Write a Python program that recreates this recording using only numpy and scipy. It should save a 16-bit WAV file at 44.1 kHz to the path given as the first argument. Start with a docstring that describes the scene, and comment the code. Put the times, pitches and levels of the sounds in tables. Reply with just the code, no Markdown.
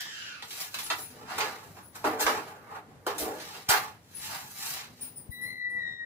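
"""A hard, echoing room, where a hand lifts and drops newspaper over a sheet-metal tray near a phone.
The paper hisses through the air gap beneath it, crackles as its fibres let go, snaps and sets the tray
ringing; low bumps come through the hand that holds the phone. Small birds chirp very high, and at the
end something metal squeals a little way off, hopping between pitches. Under it all lies a murmur of
room and street, with a wavering drone and a faint hum that comes twice."""
import sys
import numpy as np
from scipy import signal
from scipy.fft import rfft, irfft, next_fast_len
from scipy.io import wavfile
from scipy.ndimage import uniform_filter1d

SR = 44100
rng = np.random.default_rng(int(sys.argv[2]) if len(sys.argv) > 2 else 0)


def dump_mix(stems):
    """Bounce the given channels to the path in sys.argv[1] as a 16-bit WAV at rate SR."""
    frames = np.atleast_2d(stems).T  # one column per channel
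    limited = np.clip(frames, -1, 1)  # hard clip at full scale
    pcm = np.round(limited * 32767).astype(np.int16)
    wavfile.write(sys.argv[1], SR, pcm)


N = 266805
T = np.arange(N) / SR

# Stereo image of the murmur and echoes. Each row: frequency in Hz, left-right correlation.
STEREO_LIKENESS = [(60, 0.9), (300, 0.84), (700, 0.72), (1100, -0.055), (15000, -0.092)]
# The room's decay. Each row: frequency in Hz, seconds to fall 60 dB.
ROOM_DECAY = [(150, 0.27), (500, 0.52), (1500, 0.55), (4000, 0.39), (8000, 0.25), (14000, 0.52)]
# Tone of the murmur. Each row: frequency in Hz, relative level in dB.
MURMUR_SPECTRUM = [(15, -62), (25, -53), (107, 6), (537, -7), (722, -9), (1110, -10.5), (1300, -15),
                   (1570, -16.5), (1900, -15.5), (2490, -21), (5730, -26), (11200, -30), (15500, -38.5)]
# The bass of the bed drifts. Each row: time in seconds, gain in dB.
BASS_DRIFT = [(0, -8.5), (.6, -5.5), (1.2, 4), (3, 1), (4.5, 0), (6.05, -0.5)]
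# The air gap widens under the first sheet. Each row: time in seconds, level in dB, lowest mode in Hz.
GAP_GLIDE = [(0.0, -34.5, 1730), (0.03, -41.5, 1790), (0.274, -40, 1520), (0.42, -48.5, 1290),
             (0.45, -88, 1300)]
# Resonances of that gap. Each row: multiple of the lowest mode, width in Hz, gain in dB.
GAP_RESONANCES = [(1, 390, 5.5), (1.85, 770, 3.5), (2.9, 1800, -5.5), (4.1, 2400, -9), (7, 8400, -27)]
# Boom, rustle, scratch and fizz of paper and tray. Each row: low edge in Hz, high edge in Hz.
PAPER_BANDS = [(270, 510), (820, 1700), (1700, 5500), (5500, 17000)]
# The ring of the sheet metal. Each row: frequency in Hz, width in Hz (20 at least is used), gain in dB.
TRAY_MODES = [(403, 18, -10.5), (454.5, 10.5, 1), (750, 75, 10), (850, 41, -4.5), (954, 45, 0.5),
              (1070, 27, -3), (1150, 130, -16), (4020, 260, -1)]
# Moves of sheet or hand. Each row: start of the hold in seconds, rustle level in dB, then boom, scratch
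# and fizz in dB over the rustle, then rise, hold and fall in seconds (capped at 0.4).
PAPER_STROKES = [(0.44, -63, -20, 0, 8, 0.048, .01, 0.13), (0.518, -65.5, 2, 17, 20, 0.09, 0.011, 0.2),
                 (0.608, -49.5, -26, 8.5, 12.5, 0.1, 0.0035, 0.12),
                 (0.79, -57.5, -10, 11, 13, 0.12, 0.046, 0.5),
                 (0.906, -35.5, -14, -6.5, -8, 0.0035, 0.0055, 0.045),
                 (1.0, -51.5, -6, -5, 9, 0.13, 0.0067, 0.065),
                 (1.17, -58, 3, -4.5, -15, 0.15, 0.055, 0.083),
                 (1.298, -40.5, -46, -5, -12.5, 0.049, 0.026, 0.09),
                 (1.408, -35.5, -7, -3, -8, 0.11, 0.0066, 0.19),
                 (1.66, -68, 5.5, -0.5, 9.5, 0.25, 0.028, 0.33),
                 (1.78, -56.5, -4, -6.5, -5, 0.055, 0.0078, 0.11),
                 (1.958, -56.5, -9, -2.5, 0.5, 0.06, 0.06, 0.12),
                 (2.046, -33, 0, -13.5, -11, 0.0069, 0.014, 0.17),
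                 (2.17, -47.5, 7, -20, -22, 0.061, 0.043, 0.11),
                 (2.203, -34.5, -2, 1, 7, .014, 0.008, 0.057),
                 (2.272, -30, -3, -5.5, -8, 0.037, 0.0045, 0.17),
                 (2.49, -53, -3.5, -26, -9, 0.13, 0.013, 0.37),
                 (2.756, -42.5, -11, -17, -14.5, 0.13, 0.0046, 0.063),
                 (2.9, -63, -1, -12, -10, 0.28, 0.018, 0.078),
                 (3.073, -41, -8.5, -4, -15, 0.013, 0.014, 0.16),
                 (3.202, -55, 14, 7.5, 19, 0.045, 0.023, 0.07),
                 (3.259, -44, 5, -12.5, -3, 0.19, 0.019, 0.19),
                 (3.42, -56, -7, 8.5, 4.5, 0.15, 0.053, 0.32),
                 (3.549, -52.5, -7.5, 2, -1.5, 0.15, 0.031, 0.081),
                 (3.689, -28.5, -16, -4, -6.5, 0.0071, 0.055, 0.12),
                 (4.25, -55.5, -22, 12, 14, 0.15, 0.016, 0.086),
                 (4.308, -44.5, -32, 0.5, 1.5, 0.076, 0.055, .12),
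                 (4.599, -56, -25, 11.5, 13, 0.056, 0.076, 0.048),
                 (4.689, -52.5, -16, 5.5, 15.5, 0.31, 0.026, 0.097),
                 (4.788, -49, -19, 8, 0.5, 0.19, 0.0082, 0.094), (5.04, -68.5, 3, 12, 11, 0.3, 0.008, 0.14)]
# Snaps and knocks. Each row: start in seconds, rustle level in dB, then boom, scratch and fizz in dB
# over the rustle, then decay in seconds.
PAPER_SNAPS = [(0.007, -33, -25, 9, 10.5, 0.0017), (0.054, -39, -12, 1, -15, 0.0038),
               (0.423, -38.5, -15, 9, -8, 0.0047), (0.505, -48, -8, 17, 10, 0.0065),
               (0.742, -39.5, -6, 14, 10.5, 0.0034), (0.787, -33.5, -27, 7, 6, 0.005),
               (0.901, -19.5, -33, 1.5, -29, 0.0049), (1.296, -50, -31, -22, -4, 0.012),
               (1.38, -23.5, -33, -4.5, -3, 0.0065), (1.404, -23, -38, 2, -31, 0.0065),
               (1.766, -43.5, -28, -8, -9, 0.0054), (1.953, -37.5, -13, -5, 3.5, 0.0063),
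               (2.041, -19.5, 4.5, -7.5, -14.5, 0.0055), (2.264, -15.5, -34, -1.5, -39, 0.004),
               (2.48, -36.5, -29, -10, -8, 0.0071), (2.712, -43, -25, -25, -33, 0.011),
               (3.064, -29.5, 3.5, -5.5, -3.5, 0.0061), (3.18, -43, -10, 12, 23, 0.0085),
               (3.4, -42.5, -24, 11, -4, 0.0066), (3.688, -21.5, -12, 7.5, 9.5, 0.014)]
# Bird calls. Each row: start in seconds, level in dB, lower and upper voice in Hz, upper voice in dB
# over the lower, length in seconds.
BIRD_CHIRPS = [(0.83, -32, 10380, 15100, -21, 0.019), (0.989, -38, 10470, 15600, -8, 0.053),
               (1.819, -49, 10430, 15500, -6, 0.052), (4.143, -33.5, 10350, 15100, -17.5, 0.03),
               (5.006, -29.5, 9400, 15700, -4, 0.021), (5.043, -43, 9750, 15000, -12, 0.025),
               (5.156, -36, 9420, 15300, -9, 0.028), (5.303, -42, 9750, 14740, 1.5, 0.02),
               (5.408, -36.5, 10450, 16030, -5, 0.028), (5.432, -47, 10340, 15300, -7, 0.017),
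               (5.6976, -47, 9230, 15300, -11, 0.011)]
# The hum's two entries. Each row: start in seconds, length in seconds, level in dB.
HUM_SPELLS = [(1.068, 0.36, -60), (4.899, 0.71, -62.5)]
# Handling thumps. Each row: start in seconds, level in dB, pitch in Hz, rise in seconds,
# left over right in dB.
HAND_BUMPS = [(2.055, -49, 70, 0.0095, 1), (2.239, -43, 53.8, 0.0091, -4), (3.209, -44, 64.6, 0.012, -2),
              (3.689, -27, 125.6, 0.0016, -1), (5.291, -36, 86, 0.0023, 21)]
# The squeal's notes. Each row: first pitch in Hz, last pitch in Hz, waver in Hz.
SQUEAL_NOTES = [(1972, 1950, 5), (2040, 2028, 9), (2140, 2130, 40), (1886, 1884, 4)]
# One envelope for each note. Each row: time in seconds, fundamental level in dB, overtone level in dB.
SQUEAL_ENVELOPES = [
    [(5.3, -72, -68), (5.33, -42, -62), (5.36, -51, -54), (5.435, -36.5, -61), (5.55, -48, -67),
     (5.66, -31, -60.5), (5.715, -39, -72), (5.775, -30, -64), (5.83, -41, -56), (5.9, -41.5, -67),
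     (5.99, -53, -78)],
    [(5.42, -54, -68), (5.466, -45.5, -53.5), (5.52, -43.5, -53.5), (5.56, -47.5, -60.5), (5.6, -45, -61),
     (5.72, -66, -70)],
    [(5.43, -73, -74), (5.48, -58, -79), (5.7, -77, -80)],
    [(5.77, -46, -69), (5.83, -37, -63), (5.88, -37, -51.5), (5.97, -49.5, -56), (6.012, -36.5, -61),
     (6.05, -40.5, -66.5)],
]
# The squeal's edge. Each row: harmonic number, dB over the overtone level.
SQUEAL_OVERTONES = [(2, 2.5), (3, -19), (4, -26.5)]
# Colour of the two microphone ports. Each row: frequency in Hz, left over right in dB.
PORT_BALANCE = [(60, 0.5), (250, 2.4), (1000, -1.4), (5000, -0.6), (12000, 3.5)]


def gain_of(db):
    return 10 ** (np.asarray(db) / 20)


def unit_rms(x):
    return x / np.sqrt(np.mean(x ** 2) + 1e-20)


def curve_at(points, hz):
    f, value = np.transpose(points)
    return np.interp(np.log(hz + 1), np.log(f + 1), value)


def add(mix, start_s, sound):
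    part = mix[..., round(start_s * SR):][..., :sound.shape[-1]]
    part += sound[..., :part.shape[-1]]


def panned(x, left_db):
    return x * gain_of(np.vstack([left_db / 2, -left_db / 2]))


def resonate(x, hz, width):
    """A resonance that can glide: shift hz down to zero, smooth, shift back."""
    carrier = np.exp(2j * np.pi * np.cumsum(hz * np.ones(len(x))) / SR)
    pole = np.exp(-np.pi * width / SR)
    return 2 * (carrier * signal.lfilter([1 - pole], [1, -pole], x / carrier + 1e-18)).real


def stereo_noise(shape_db, size, count=N):
    """Diffuse noise, centred in the bass and wide above, shaped by shape_db(hz, t)."""
    hop = size // 4
    hz = np.fft.rfftfreq(size, 1 / SR)[:, None]
    t = np.arange(count // hop + 5) * hop / SR
    a, b, c, d = rng.standard_normal((len(t), len(hz), 4)).T
    likeness = curve_at(STEREO_LIKENESS, hz)
    left = a + 1j * b
    right = likeness * left + np.sqrt(1 - likeness ** 2) * (c + 1j * d)
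    spectra = np.array([left, right]) * gain_of(shape_db(hz, t))
    return signal.istft(spectra, nperseg=size, noverlap=size - hop)[1][:, :count]


def room(x, wet_db, cycle_hz, reach, left_lag_samples=5):
    """Direct sound plus three echo tails fed in turn. A near source has a short reach: early walls."""
    out = np.array([np.roll(x, left_lag_samples), x])
    for k in range(3):
        tail = stereo_noise(lambda hz, t: -60 * t / (reach * curve_at(ROOM_DECAY, hz)), 256, SR // 2)
        tail *= np.clip(T[:SR // 2] / 0.00034, 0, 1)  # the first walls answer at once
        tail /= np.linalg.norm(tail[0])
        send = np.sqrt(2 / 3) * np.cos(np.pi * (cycle_hz * T + k / 3))
        out += gain_of(wet_db) * signal.fftconvolve((x * send)[None], tail, axes=1)[:, :N]
    return out / np.sqrt(1 + gain_of(2 * wet_db))


def bass_drift_db(t):
    return np.interp(t, *np.transpose(BASS_DRIFT))


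def murmur():
    """The bed of room and street: dark noise with a flickering level and a drifting bass."""
    def shape_db(hz, t):
        rates_hz = np.geomspace(2, 12, 20)
        flicker = sum(np.sin(2 * np.pi * (f * t + rng.random())) / np.sqrt(f) for f in rates_hz)
        bass_db = bass_drift_db(t) / (1 + (hz / 220) ** 2)
        return curve_at(MURMUR_SPECTRUM, hz) + 2.25 * unit_rms(flicker) + bass_db
    return gain_of(-57) * unit_rms(stereo_noise(shape_db, size=1024))


def drone():
    """A low, wavering band of noise that rides the bass drift."""
    band = resonate(rng.standard_normal(N), hz=99.5, width=14)
    return gain_of(-65.5 + bass_drift_db(T)) * unit_rms(band)


def gap_hiss():
    """Sliding hiss rings in the air gap under the sheet; the resonances sink as the gap widens."""
    times, levels_db, lowest_hz = np.transpose(GAP_GLIDE)
    hz = np.interp(T, times, lowest_hz)
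    hiss, modes = rng.standard_normal(N), np.zeros(N)
    for n, (multiple, width, db) in enumerate(GAP_RESONANCES):
        band = resonate(hiss, multiple * hz, width)
        modes += (-1) ** n * gain_of(db) * resonate(band, multiple * hz, width)  # twice: steeper skirts
    return gain_of(np.interp(T, times, levels_db, right=-120)) * unit_rms(modes)


def crackle(per_s, spread_db, clump_db):
    """Fibres let go one by one: clicks of uneven size that come in clumps."""
    sizes = gain_of(spread_db * np.minimum(rng.exponential(1, N), 4)) * rng.choice([-1., 1.], N)
    clumps = gain_of(clump_db * unit_rms(uniform_filter1d(rng.standard_normal(N), 350)))
    return unit_rms(sizes * clumps * (rng.random(N) < per_s / SR))


def paper_on_tray(drive, envelopes):
    """Each band of the drive follows its own envelope, and the tray rings along."""
    out = np.zeros(N)
    for k, ((low_hz, high_hz), envelope) in enumerate(zip(PAPER_BANDS, envelopes)):
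        sos = signal.butter(2, [low_hz, high_hz], "bandpass", fs=SR, output="sos")
        makeup = np.sqrt(SR / 2 / (high_hz - low_hz))
        out += (-1) ** k * makeup * signal.sosfilt(sos, drive * envelope)  # flipped signs join the bands
    ring = sum(gain_of(db) * resonate(out, hz, max(width, 20)) for hz, width, db in TRAY_MODES)
    return out + gain_of(-5.5) * ring


def band_gains(rustle_db, boom, scratch, fizz):
    return gain_of(rustle_db + np.array([boom, 0, scratch, fizz]))[:, None]


def paper_snaps():
    """The sheet snaps or knocks the tray: a burst of crackle, first a crack, then the flap."""
    envelopes, t = np.zeros((4, N)), np.arange(0, .15, 1 / SR)
    for start, db, *colour, decay in PAPER_SNAPS:
        decay = max(decay, .002)
        attack = 1 - np.exp(-t / (0.16 * decay))  # a longer snap also starts more slowly
        crack, flap = 0.34 * np.exp(-t / 0.00037), np.exp(-t / decay)
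        add(envelopes, start, band_gains(db, *colour) * attack * (crack + flap))
    return paper_on_tray(crackle(per_s=9000, spread_db=4.75, clump_db=2.8), envelopes)


def paper_rustle():
    """With each move of sheet or hand the crackle swells, holds and fades."""
    power = np.zeros((4, N))
    for at, db, *colour, rise, hold, fall in PAPER_STROKES:
        rise, hold, fall = np.minimum([rise, hold, fall], .4)
        t = np.arange(-3 * min(rise, at / 3), hold + 3 * fall, 1 / SR)
        swell_db = 20 * np.minimum(t / rise, np.minimum(0, (hold - t) / fall))
        add(power, at + t[0], (band_gains(db, *colour) * gain_of(swell_db)) ** 2)
    return paper_on_tray(crackle(per_s=3500, spread_db=4.02, clump_db=1.34), np.sqrt(power))


def birds():
    """Short, hoarse, falling whistles in two voices, with a faint undertone."""
    out = np.zeros(N)
    for start, db, low_hz, high_hz, high_db, length in BIRD_CHIRPS:
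        t = np.arange(0, length, 1 / SR)
        rasp = unit_rms(uniform_filter1d(rng.standard_normal(4000), 40))[:len(t)]
        bend = 1 + 0.071 * (.5 - t / t[-1]) + 0.025 * rasp
        low, high, under = (np.sin(2 * np.pi * np.cumsum(hz * bend) / SR)
                            for hz in (low_hz, high_hz, high_hz / 3))
        voice = low + gain_of(high_db) * high + gain_of(-20) * under
        add(out, start, gain_of(db) * voice * signal.windows.tukey(len(t), .4))
    return out


def hum(fade_s=0.039):
    """A faint, almost pure band of noise fades in and out twice."""
    level = sum(gain_of(db) * np.clip(np.minimum(T - start, start + length - T) / fade_s, 0, 1)
                for start, length, db in HUM_SPELLS)
    return level * unit_rms(resonate(rng.standard_normal(N), hz=249.6, width=3.7))


def hand_bumps():
    """Each bump through the hand is one soft low swing that reaches the two ports unevenly."""
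    out, t = np.zeros((2, N)), np.arange(0, .15, 1 / SR)
    lag_cycles = np.array([[0], [.12]])
    for start, db, hz, rise, left_db in HAND_BUMPS:
        swing = np.sin(2 * np.pi * (hz * t - lag_cycles))
        envelope = gain_of(db) * (t / rise) * np.exp(1 - t / rise)
        add(out, start, panned(envelope * swing, left_db))
    return out


def metal_squeal(flutter_db=1.5, attack_s=0.017):
    """Metal hops between nearly pure, wavering, fluttering notes; where two overlap they beat."""
    out = np.zeros((2, N))
    for rows, (first_hz, last_hz, waver_hz) in zip(SQUEAL_ENVELOPES, SQUEAL_NOTES):
        times, *levels = np.transpose(rows)
        t = np.arange(times[0], times[-1], 1 / SR)
        db, overtone_db = (np.interp(t, times, level) for level in levels)
        waver, *flutter = [unit_rms(uniform_filter1d(uniform_filter1d(noise, 300), 300))[:len(t)]
                           for noise in rng.standard_normal((3, SR))]
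        hz = np.linspace(first_hz, last_hz, len(t)) + waver_hz * waver
        phase = 2 * np.pi * (np.cumsum(hz) / SR + np.array([[0], [.24]]))  # the ports hear it out of step
        overtones = sum(gain_of(overtone_db + trim) * np.sin(k * phase) for k, trim in SQUEAL_OVERTONES)
        tone = np.sqrt(2) * (gain_of(db) * np.sin(phase) + overtones)
        fade = np.clip(np.minimum(t - t[0], 2 * (t[-1] - t)) / attack_s, 0, 1)
        add(out, times[0], tone * fade * gain_of(flutter_db * np.array(flutter)))
    return out


def scene():
    """The mix: paper close and just to the right, birds in longer echoes, birds and squeal to the left."""
    slides = room(paper_rustle() + gap_hiss(), wet_db=11.5, cycle_hz=5.3, reach=0.27)
    snaps = room(paper_snaps(), wet_db=6.5, cycle_hz=3.24, reach=0.5)
    chirps = room(birds(), wet_db=13, cycle_hz=1.6, reach=0.85, left_lag_samples=-4)
    events = panned(slides + snaps, -1.5) + panned(chirps, 3) + hand_bumps() + panned(metal_squeal(), 7)
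    return events + murmur() + drone() + hum()


def record(dry):
    """The small microphone loses the deepest bass and the very top, and its ports differ in colour."""
    thin = signal.sosfilt(signal.butter(3, 48, "highpass", fs=SR, output="sos"), dry)
    size = next_fast_len(N + SR // 4)
    balance_db = curve_at(PORT_BALANCE, np.fft.rfftfreq(size, 1 / SR))
    ports = irfft(panned(rfft(thin, size), balance_db), size)[:, :N]
    high_cut = signal.firwin(511, 15600, window=("kaiser", 9), fs=SR)
    return signal.oaconvolve(ports, high_cut[None], "same")


dry = scene()
out = record(dry)
dump_mix(out)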